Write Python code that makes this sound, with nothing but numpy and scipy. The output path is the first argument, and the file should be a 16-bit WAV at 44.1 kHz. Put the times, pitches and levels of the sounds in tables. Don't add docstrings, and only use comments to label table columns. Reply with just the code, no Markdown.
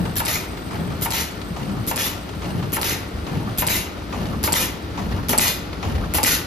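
import sys
import numpy as np
from scipy import signal
from scipy.fft import rfft, irfft, next_fast_len
from scipy.io import wavfile
from scipy.ndimage import uniform_filter1d

SR = 44100
rng = np.random.default_rng(int(sys.argv[2]) if len(sys.argv) > 2 else 0)


def digitize_waveform(pressure):
    field = np.atleast_2d(pressure).T
    bounded = np.clip(field, -1, 1)
    quanta = np.round(bounded * 32767).astype(np.int16)
    wavfile.write(sys.argv[1], SR, quanta)


N = 284886
TIME = np.arange(N) / SR

# start_s, knock_db, rustle_db, brake_db, motor_db, shake_db
FILM_FEEDS = [(-.15, -36, -30.5, -38, -31, -30.5), (.706, -35.5, -34.5, -39, -31, -41),
              (1.561, -34.5, -38, -38, -27.5, -47), (2.417, -35, -34, -42, -25, -40),
              (3.265, -36, -33, -35, -25.5, -38), (4.124, -30.5, -31.5, -34, -29, -32),
              (4.973, -31, -31.5, -33.5, -29.5, -28), (5.825, -30, -29.5, -35, -29, -28.5)]
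# frequency_hz, level_db
KNOCK_SPECTRUM = [(150, 1), (600, -6), (950, 3.5), (1500, -10), (2500, -9), (4000, -18.5), (7000, -18),
                  (15000, -57)]
RATTLE_SPECTRUM = [(500, 3), (2000, 7), (4500, 3), (6000, -7), (8000, -10), (15000, -20)]


def amp(db):
    return 10 ** (np.asarray(db) / 20)


def unit(x):
    return x / np.sqrt(np.mean(x ** 2, -1, keepdims=True) + 1e-20)


def read(points, hz):
    knots, values = np.transpose(points)
    return np.interp(np.log1p(hz), np.log1p(knots), values)


def add(mix, start_s, sound):
    start = round(start_s * SR)
    if 0 <= start < N:
        mix[:, start:start + sound.shape[1]] += sound[:, :N - start]


def convolve(x, response):
    return signal.oaconvolve(x, response, axes=1)[:, :N]


def noise(spectrum, size=N):
    n = next_fast_len(size, True)
    colour = amp(read(spectrum, np.fft.rfftfreq(n, 1 / SR)))
    return unit(irfft(rfft(rng.standard_normal((2, n))) * colour, n)[:, :size])


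def drift(per_s):
    knots = rng.standard_normal(4096)
    return np.interp(TIME * per_s, np.arange(len(knots)), knots)


def impulses(per_s, size=N):
    return rng.standard_normal((2, size)) * (rng.random(size) < per_s / SR)


def burst(spectrum, t60, hold, rise=0.000066, size=8192):
    t = np.arange(size) / SR
    x = noise(spectrum, size) * amp(-60 * t / t60) * (1 - np.exp(-t / rise))
    return x / np.sqrt(np.mean(x[:, t <= hold] ** 2))


def ring(modes, detune, size=8192):
    t = np.arange(size) / SR
    out = np.zeros((2, size))
    for hz, db, t60 in modes:
        pitch = hz * (1 + detune * rng.standard_normal())
        phase = rng.random() + np.array([[0], [rng.choice([-.25, .25])]])
        out += amp(db - 60 * t / t60) * np.sin(2 * np.pi * (pitch * t + phase))
    initial_rms = np.sqrt(sum(amp(db) ** 2 for _, db, _ in modes) / 2)
    return out * (1 - np.exp(-t / 0.0008)) / initial_rms


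def click(spectrum, size=2048):
    log_gain = np.log(amp(read(spectrum, abs(np.fft.fftfreq(size, 1 / SR)))))
    pulse = np.fft.ifft(np.exp(np.conj(signal.hilbert(log_gain)))).real
    return pulse / abs(pulse).max()


def factory():
    # frequency_hz, level_db
    wash = [(20, -45), (35, -26), (55, -5.5), (100, -6), (140, -20.5), (300, -6.5), (450, -11.5),
            (700, -15.5), (1000, -19), (1400, -15), (1800, -23), (3600, -26.5), (4600, -27), (7000, -37),
            (11500, -41), (13000, -43), (15500, -51)]
    # pitch_hz, width_hz, level_db
    hum = [(60.6, 2.3, -50.5), (299.2, 5, -46)]
    whine = [(8005, 45, -45), (11995, 90, -56)]
    whine_fade_db_per_s = 2.2
    out = amp(-34) * noise(wash) * amp(0.95 * drift(45))
    for tones, fade in ((hum, 0), (whine, whine_fade_db_per_s)):
        for hz, width, db in tones:
            waver = np.array([drift(2 * width) + 1j * drift(2 * width) for _ in range(2)])
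            out += amp(db - fade * TIME) * unit((waver * np.exp(2j * np.pi * hz * TIME)).real)
    return out


def film_feed():
    # pitch_hz, level_db, t60_s
    modes = [(810, -4, 0.16), (1050, 2, 0.18), (1206, 8, 0.12), (1420, -12, 0.09), (2190, -15, .08)]
    # frequency_hz, level_db
    film = [(250, 0), (450, -6), (900, -5.5), (1300, -23), (1800, -14), (2500, -49), (6000, -42),
            (9000, -32), (15000, -33.5)]
    brake = [(200, -12), (700, -11), (1150, 10), (1600, 1), (4000, -70), (15000, -45)]
    out, drag = np.zeros((2, N)), np.zeros(N)
    for s, knock_db, rustle_db, brake_db, *_ in FILM_FEEDS:
        add(out, s, amp(knock_db - 1) * burst(KNOCK_SPECTRUM, t60=0.33, hold=0.058, rise=0.003))
        add(out, s + .002, amp(knock_db - 3) * burst(RATTLE_SPECTRUM, t60=.04, hold=.0044, rise=.0005))
        add(out, s + 0.00296, amp(knock_db - 3) * ring(modes, detune=0.03))
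        add(out, s + 0.19, amp(brake_db - 3) * ring(modes, detune=0.029))
        add(out, s + .208, amp(brake_db) * burst(brake, t60=0.15, hold=0.017, rise=0.0022))
        drag += amp(rustle_db) * np.interp(TIME - s, [0, .025, .14, .24, .31], [.04, .97, .86, .53, .0045])
    rustle = amp(-0.05) * noise(film) * amp(2.2 * drift(120))
    clacks = amp(-10.5) * bearing_chatter(per_s=60, spread_db=2.5)
    crackle = amp(-14) * film_crinkle(per_s=160, spread_db=2)
    return out + drag * (rustle + clacks + crackle)


def bearing_chatter(per_s, spread_db, parts=6):
    # frequency_hz, level_db
    bearing = [(200, 1), (600, 2), (1100, -11), (1600, 3), (2300, -7.5), (4000, -13), (8000, -37)]
    knocks = impulses(per_s) * amp(spread_db * np.minimum(rng.exponential(1, N), 2))
    struck = rng.integers(0, parts, N)
    responses = [burst(bearing, t60=0.063, hold=.003, size=4096) for _ in range(parts)]
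    return unit(sum(convolve(knocks * (struck == k), responses[k]) for k in range(parts)))


def film_crinkle(per_s, spread_db):
    # frequency_hz, level_db
    spectrum = [(300, -36), (1000, -34), (2500, 9), (6000, -0.5), (15000, -12.5)]
    snaps = impulses(per_s) * amp(spread_db * np.minimum(rng.exponential(1, N), 3))
    return unit(convolve(snaps, burst(spectrum, t60=0.032, hold=.002, size=1024)))


def feed_motor():
    # after_s, pitch_hz, level_db
    run = [(.02, 87.8, -31), (0.075, 154.2, -10.5), (0.14, 190, -3.5), (0.185, 159.7, -11),
           (.25, 117.6, -4), (.31, 70, -28)]
    after, hz, db = np.transpose(run)
    out = np.zeros((2, N))
    for s, *_, motor_db, _ in FILM_FEEDS:
        on = (TIME > s + after[0]) & (TIME < s + after[-1])
        t = TIME[on] - s
        turns = np.cumsum(np.interp(t, after, hz)) / SR + rng.random((2, 1))
        tone = np.sqrt(2) * np.sin(2 * np.pi * turns + 0.53 * drift(70)[on])
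        out[:, on] += amp(motor_db + np.interp(t, after, db)) * tone
    return out * amp(1.6 * drift(60))


def frame_rumble():
    # frequency_hz, level_db
    deep = [(20, -42), (35, -42), (50, -0.5), (75, -3), (105, -5), (200, -67)]
    body = [(25, -45), (55, -34), (98, 2), (130, -3), (175, 1.5), (230, -3), (320, -15), (450, -15),
            (900, -77)]
    # after_s, deep_db, body_db
    jolts = [(.395, -47, -34.5), (.45, -40, -37), (.505, -35, -32), (.595, -41, -49), (.725, -27, -40),
             (.805, -30.5, -31)]
    idle_deep_db, idle_body_db, roller_db = -40.5, -37.5, -28.5
    rise_s, hold_s, fall_s = 0.083, 0.11, 0.15
    jolt_rise_s, jolt_decay_s = 0.018, 0.042
    lag_s = .035
    deep_power, body_power = np.full(N, amp(idle_deep_db) ** 2), np.full(N, amp(idle_body_db) ** 2)
    corners = np.cumsum([0, rise_s, hold_s, fall_s])
    for s, *_, shake_db in FILM_FEEDS:
        deep_power += np.interp(TIME - s - lag_s, corners, [0, 1, 1, 0]) * amp(shake_db) ** 2
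        body_power += np.interp(TIME - s, corners, [0, 1, 1, 0]) * amp(roller_db) ** 2
        cycle = (TIME > s) & (TIME < s + 1)
        for after, deep_db, body_db in jolts:
            t = TIME[cycle] - s - after
            jolt = np.clip(1 + t / jolt_rise_s, 0, 1) * np.exp(-np.maximum(t, 0) / jolt_decay_s)
            deep_power[cycle] += (amp(deep_db) * jolt) ** 2
            body_power[cycle] += (amp(body_db) * jolt) ** 2
    return noise(deep) * np.sqrt(deep_power) + noise(body) * np.sqrt(body_power)


def frame_bumps():
    # start_s, pitch_hz, level_db
    bumps = [(0, 171, -14.5), (.79, 168.5, -20), (1.69, 194, -21), (1.78, 126, -24), (2.545, 157, -19.5),
             (2.62, 125, -24), (3.313, 171, -19.5), (3.352, 151, -15.5), (4.355, 72, -21), (5.13, 98, -16),
             (5.859, 85, -15), (5.944, 74, -13), (5.995, 52, -18), (6.149, 55.5, -19)]
    out = np.zeros((2, N))
    onset = 1 - np.exp(-TIME[:8192] / 0.0046)
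    for s, hz, db in bumps:
        add(out, s, amp(db) * ring([(hz, 0, .16), (hz * 1.8, -12, .11)], detune=0.016) * onset)
    return out


def loose_parts():
    # start_s, knock_db, tick_db
    rattles = [(0.053, -36, -38), (.572, -35, -39), (0.914, -46, -54), (1.415, -44, -34.5),
               (1.694, -32, -47), (1.768, -39, -46), (2.291, -36, -41), (2.444, -37, -38),
               (2.626, -33, -37), (3.266, -37, -38), (4.255, -46, -35), (4.329, -34, -49),
               (5.122, -46, -35.5), (5.729, -44, -33.5), (5.952, -36, -38), (6.039, -41, -49)]
    clatter_per_s, clatter_db = 4, -37.5
    out = np.zeros((2, N))
    for s, knock_db, tick_db in rattles:
        add(out, s, amp(knock_db) * burst(KNOCK_SPECTRUM, t60=0.096, hold=0.0033))
        add(out, s, amp(tick_db) * burst(RATTLE_SPECTRUM, t60=0.05, hold=0.0079, rise=0.00069))
    knocks = (rng.random(N) < clatter_per_s / SR) * amp(clatter_db - rng.standard_normal((2, N)))
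    return out + convolve(knocks, burst(KNOCK_SPECTRUM, t60=0.039, hold=0.0037))


def down_stroke():
    # start_s, tick_db, hiss_db, tilt_db_per_octave, clank_db, ring_hz
    strokes = [(0.1566, -19, -24, 0.5, -21.5, 920), (1.0125, -22, -25, 1, -23.5, 928),
               (1.867, -23.5, -24.5, 1.5, -23, 917), (2.7213, -23, -23.5, 0.5, -21.5, 932),
               (3.576, -19, -22, 0.8, -21, 905), (4.4303, -17, -22, 0, -21, 884),
               (5.2855, -14, -21, -0.8, -18.5, 864), (6.1382, -11.5, -20, -0.4, -21.5, 884)]
    # after_s, level_db
    fill_flow = [(.0055, -12), (.008, 1), (.016, 2.5), (.03, -0.5), (.047, -0.5), (.056, -15), (.09, -22),
                 (.14, -60)]
    # frequency_hz, level_db
    tick = [(200, -15), (1500, -1), (4000, -2.5), (7000, -1), (12500, 4), (15500, 7)]
    push = [(25, -16), (70, 1), (190, -6), (300, -11), (900, -46), (3000, -70)]
    piston = [(200, -3), (450, 2), (700, -19), (2000, -25)]
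    hiss = [(300, 4.5), (800, 0), (1400, -1), (2300, -2.5), (3300, -2), (5000, -4), (7000, -5.5), (8500, 2),
            (10000, 0), (12000, 4), (13500, 1), (15400, 0)]
    steel = [(150, -3), (600, 4), (1100, 3.5), (1600, 6.5), (2500, -1.5), (3300, -9), (6000, -16),
             (15000, -36)]
    clack = [(300, -14), (580, -7), (740, -7.5), (890, 4), (1020, -4), (1150, -10), (1520, -9.5),
             (1950, -18), (2700, -13.5), (3200, -21), (8000, -36)]
    # pitch_hz, level_db, t60_s
    tool_modes = [(576, -6, .1), (995, -3, .06), (1200, -7, .05), (1345, -7, .05), (1530, -6, .05),
                  (1745, -8, .06), (2290, -9, .05), (2740, -8, .06)]
    travel_s, bounce_s = .046, .013
    pad_t60_s = .095
    out = np.zeros((2, N))
    for s, tick_db, hiss_db, tilt_db, clank_db, ring_hz in strokes:
        add(out, s, amp(tick_db - 3.5) * burst(tick, t60=0.016, hold=0.0027))
        add(out, s + 0.00687, amp(hiss_db - 3.5) * burst(push, t60=0.18, hold=0.014))
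        add(out, s + 0.00714, amp(hiss_db - 6) * burst(piston, t60=0.043, hold=0.0033))
        jet = air_jet(fill_flow, hiss, tilt_db, eddy_db=3, whistle_db=3, flutter_db=0.9)
        add(out, s, amp(hiss_db + 2) * frame_echoes(jet, echo_db=-9, spread_s=0.009))
        landing_s = s + travel_s
        modes = [(ring_hz, 1, pad_t60_s)] + tool_modes
        clank = ring(modes, detune=0.016) + amp(-5) * burst(steel, t60=0.06, hold=0.01, rise=0.0004)
        add(out, landing_s, amp(clank_db) * clank)
        add(out, landing_s, amp(clank_db - 3) * burst(steel, t60=0.0042, hold=0.002))
        add(out, landing_s, amp(clank_db - 5) * burst(clack, t60=0.19, hold=0.026, rise=0.0021))
        add(out, landing_s + bounce_s, amp(clank_db - 8) * ring(modes[:3], detune=0.027))
    return out


def air_jet(flow, spectrum, tilt_db, eddy_db, whistle_db, flutter_db, size=16384):
    after, flow_db = np.transpose(flow)
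    tilted = [(hz, db + tilt_db * np.log2(hz)) for hz, db in spectrum]
    bands = signal.stft(noise(tilted, size), nperseg=1024, noverlap=768)[2]
    eddies, whistles = rng.standard_normal((2,) + bands.shape[1:])
    eddies = uniform_filter1d(uniform_filter1d(eddies, size=6, axis=0), size=6, axis=1)
    whistles = uniform_filter1d(whistles, size=14, axis=1)
    bands *= amp(eddy_db * eddies / eddies.std() + whistle_db * whistles / whistles.std())
    jet = unit(signal.istft(bands, nperseg=1024, noverlap=768)[1][:, :size])
    jet = unit(jet + amp(-9) * droplets(size))
    t = TIME[:size]
    valve_open = (t >= after[0]) & (t < after[-1])
    return jet * amp(np.interp(t, after, flow_db) + flutter_db * drift(395)[:size]) * valve_open


def droplets(size, per_s=220):
    spit = [(1000, -14), (3000, -2), (7000, 4), (14000, -2)]  # frequency_hz, level_db
    return unit(convolve(impulses(per_s, size), burst(spit, t60=0.0082, hold=.001, size=512))[:, :size])


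def frame_echoes(x, echo_db, spread_s, count=14):
    taps = np.zeros((2, 2048))
    delay = np.clip(rng.uniform(.001, spread_s, (2, count)) * SR, 1, 2047).astype(int)
    gains = rng.choice([-1, 1], delay.shape) * amp(echo_db) / np.sqrt(count)
    np.put_along_axis(taps, delay, gains, 1)
    taps[:, 0] = 1
    return convolve(x, taps / np.linalg.norm(taps[0]))


def hall_reverberation(x, size=32768):
    # frequency_hz, t60_s
    decay = [(100, 1), (1000, 0.78), (4000, 0.52), (14000, 0.14)]
    hz, t, bands = signal.stft(rng.standard_normal((2, size)), SR, nperseg=256)
    bands = bands * amp(-60 * t / read(decay, hz)[:, None]) * (1 - np.exp(-t / 0.0076))
    tail = signal.istft(bands, SR)[1]
    return convolve(x, tail / np.linalg.norm(tail[0]))


def return_stroke():
    # start_s, snap_db, squeak_db, exhaust_db, tilt_db_per_octave, swell_db_per_s
    strokes = [(0.2514, -25.5, -18, -23, -0.5, 6), (1.106, -24, -21, -23, -0.2, 0),
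               (1.96, -24, -21, -22.5, 0, 7), (2.8145, -22, -22, -23, -1, 9),
               (3.6682, -20.5, -13, -21, 0, -1), (4.523, -18, -10, -20, -0.2, 0),
               (5.3783, -16, -6, -18, .5, 5), (6.2312, -15, -12, -17, 0.6, -8)]
    # after_s, level_db
    vent_flow = [(0, -28), (.012, -6), (.0245, -7.5), (.03, 0), (.045, 1), (.065, -0.5), (0.104, 0),
                 (.14, -8), (.19, -19), (.33, -52)]
    # frequency_hz, level_db
    snap = [(30, -10), (200, 11), (900, 12), (1500, -2), (2200, -2), (2900, 8), (3500, 1), (4600, 13),
            (5500, 7), (7000, 7), (8800, 11), (11500, 9), (13000, 6), (15500, 5)]
    seat = [(40, -7), (220, 3.5), (400, -10.5), (1500, -44)]
    hiss = [(300, 2), (900, -1), (1500, 4), (2000, 4.5), (2600, 4), (3200, 3.7), (3900, 2.3), (4700, 1),
            (5300, 2), (7200, 1.5), (8400, -2.5), (9400, -1), (12000, 2), (13000, -2), (15400, -2)]
    out, exhaust = np.zeros((2, N)), np.zeros((2, N))
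    for s, snap_db, squeak_db, exhaust_db, tilt_db, swell_db_per_s in strokes:
        add(out, s - .0003, amp(snap_db + 2.8) * burst(snap, t60=0.016, hold=0.002, rise=0.0002))
        add(out, s + .0045, amp(snap_db - 1.5) * burst(snap, t60=0.03, hold=0.004, rise=.0007))
        add(out, s + 0.00457, amp(snap_db - 7.5) * burst(seat, t60=0.046, hold=0.0068, rise=.0007))
        add(out, s, amp(squeak_db) * spool_squeak())
        jet = air_jet(vent_flow, hiss, tilt_db, eddy_db=2.5, whistle_db=2, flutter_db=0.5)
        jet *= amp(swell_db_per_s * (TIME[:jet.shape[1]] - 0.04))
        add(exhaust, s, amp(exhaust_db - 0.3) * frame_echoes(jet, echo_db=-12, spread_s=.005, count=8))
    return out + pipework(exhaust)


def spool_squeak(size=1024):
    peak_s, width_s, pitch_hz, sag_hz_per_s = 0.0079, 0.0028, 7870, 130000
    t = TIME[:size] - peak_s
    turns = pitch_hz * (1 + 0.011 * rng.standard_normal()) * t - sag_hz_per_s * t ** 2 / 2
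    return np.sin(2 * np.pi * (turns + rng.random((2, 1)))) / (1 + (t / width_s) ** 4)


def pipework(x):
    # centre_hz, width_hz, gain_db
    resonances = [(2060, 160, 3), (2445, 40, 4.5), (2850, 60, 2), (3510, 50, 2), (3945, 110, 4),
                  (4175, 50, 3.5), (5120, 70, 2), (5480, 40, 3), (5991, 30, 4.5), (6570, 90, 2.5),
                  (11670, 90, 6), (12280, 200, 7)]
    n = next_fast_len(N + 2048, True)
    hz = np.fft.rfftfreq(n, 1 / SR)
    gain = 1 + sum((amp(db) - 1) / (1 + 2j * (hz - centre) / width) for centre, width, db in resonances)
    return irfft(rfft(x, n) * gain, n)[:, :N]


def tool_cracks():
    # start_s, peak_db
    releases = [(.2675, -7), (1.1226, -8), (1.9775, -7.5), (2.8313, -4), (3.6855, -2.5), (4.54, -2.2),
                (5.3954, -1.3), (6.2481, -1.3)]
    # frequency_hz, level_db
    crack = [(30, -20), (150, -8), (700, -2), (1300, -2), (2100, 3), (4000, 2), (5200, -6), (8500, -22),
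             (11500, -11), (15000, -26)]
    left, right = np.array([[1], [0]]), np.array([[0], [1]])
    out = np.zeros((2, N))
    for s, db in releases:
        add(out, s, amp(db) * click(crack) * left)
        add(out, s + .00005, amp(db - 10.5) * click(crack) * right)
        add(out, s, amp(db - 19) * burst(crack, t60=0.0061, hold=0.0012))
    return out


def microphone_pair(x, coherence):
    # frequency_hz, left_minus_right_db
    balance = [(80, 1.2), (800, 3.2), (1600, -.8), (2000, 2.6), (3800, 3.5), (6400, 1.3), (8800, 0)]
    # frequency_hz, left_lead_rad
    phase = [(400, 0), (800, .25), (1200, -.8), (1600, -3), (1900, .2), (3400, 1.2), (4700, .5),
             (5400, -.8), (6400, -1.1), (7400, -1.9), (7900, -3.1), (9000, -3.2), (9600, -4.4),
             (11000, -6.2), (12800, -6.4), (14000, -8), (14600, -9.4)]
    n = next_fast_len(N + 2048, True)
    hz = np.fft.rfftfreq(n, 1 / SR)
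    common, scattered = rfft(x, n)
    likeness = np.clip(read(coherence, hz), -1, 1)
    common *= np.sqrt((1 + likeness) / 2)
    scattered *= np.sqrt((1 - likeness) / 2)
    lean = np.sqrt(amp(read(balance, hz)))
    left = (common + scattered) * lean
    right = (common - scattered) * np.exp(-1j * read(phase, hz)) / lean
    return irfft(np.array([left, right]), n)[:, :N]


def scene():
    # frequency_hz, coherence
    near = [(90, .975), (400, .7), (1100, .26), (1900, .88), (3400, .56), (5400, .5), (7400, .8),
            (7900, .998), (9000, .998), (9800, .92), (13800, .92), (14700, .998)]
    far = [(90, .975), (400, .64), (900, .2), (1900, .65), (3600, .35), (5400, .22), (8200, .995),
           (13000, .96)]
    strokes, cracks = down_stroke() + return_stroke(), tool_cracks()
    around = film_feed() + feed_motor() + loose_parts() + frame_rumble() + frame_bumps() + factory()
    around += amp(-10) * hall_reverberation(strokes + cracks)
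    return microphone_pair(strokes, near) + cracks + microphone_pair(around, far)


def record(dry):
    bass_hz, edge_hz = 24, 15750
    dry = signal.sosfilt(signal.butter(2, bass_hz, "highpass", fs=SR, output="sos"), dry)
    low_pass = signal.firwin(511, edge_hz, window=("kaiser", 9), fs=SR)
    return signal.oaconvolve(dry, low_pass[None], "same")


dry = scene()
out = record(dry)
digitize_waveform(out)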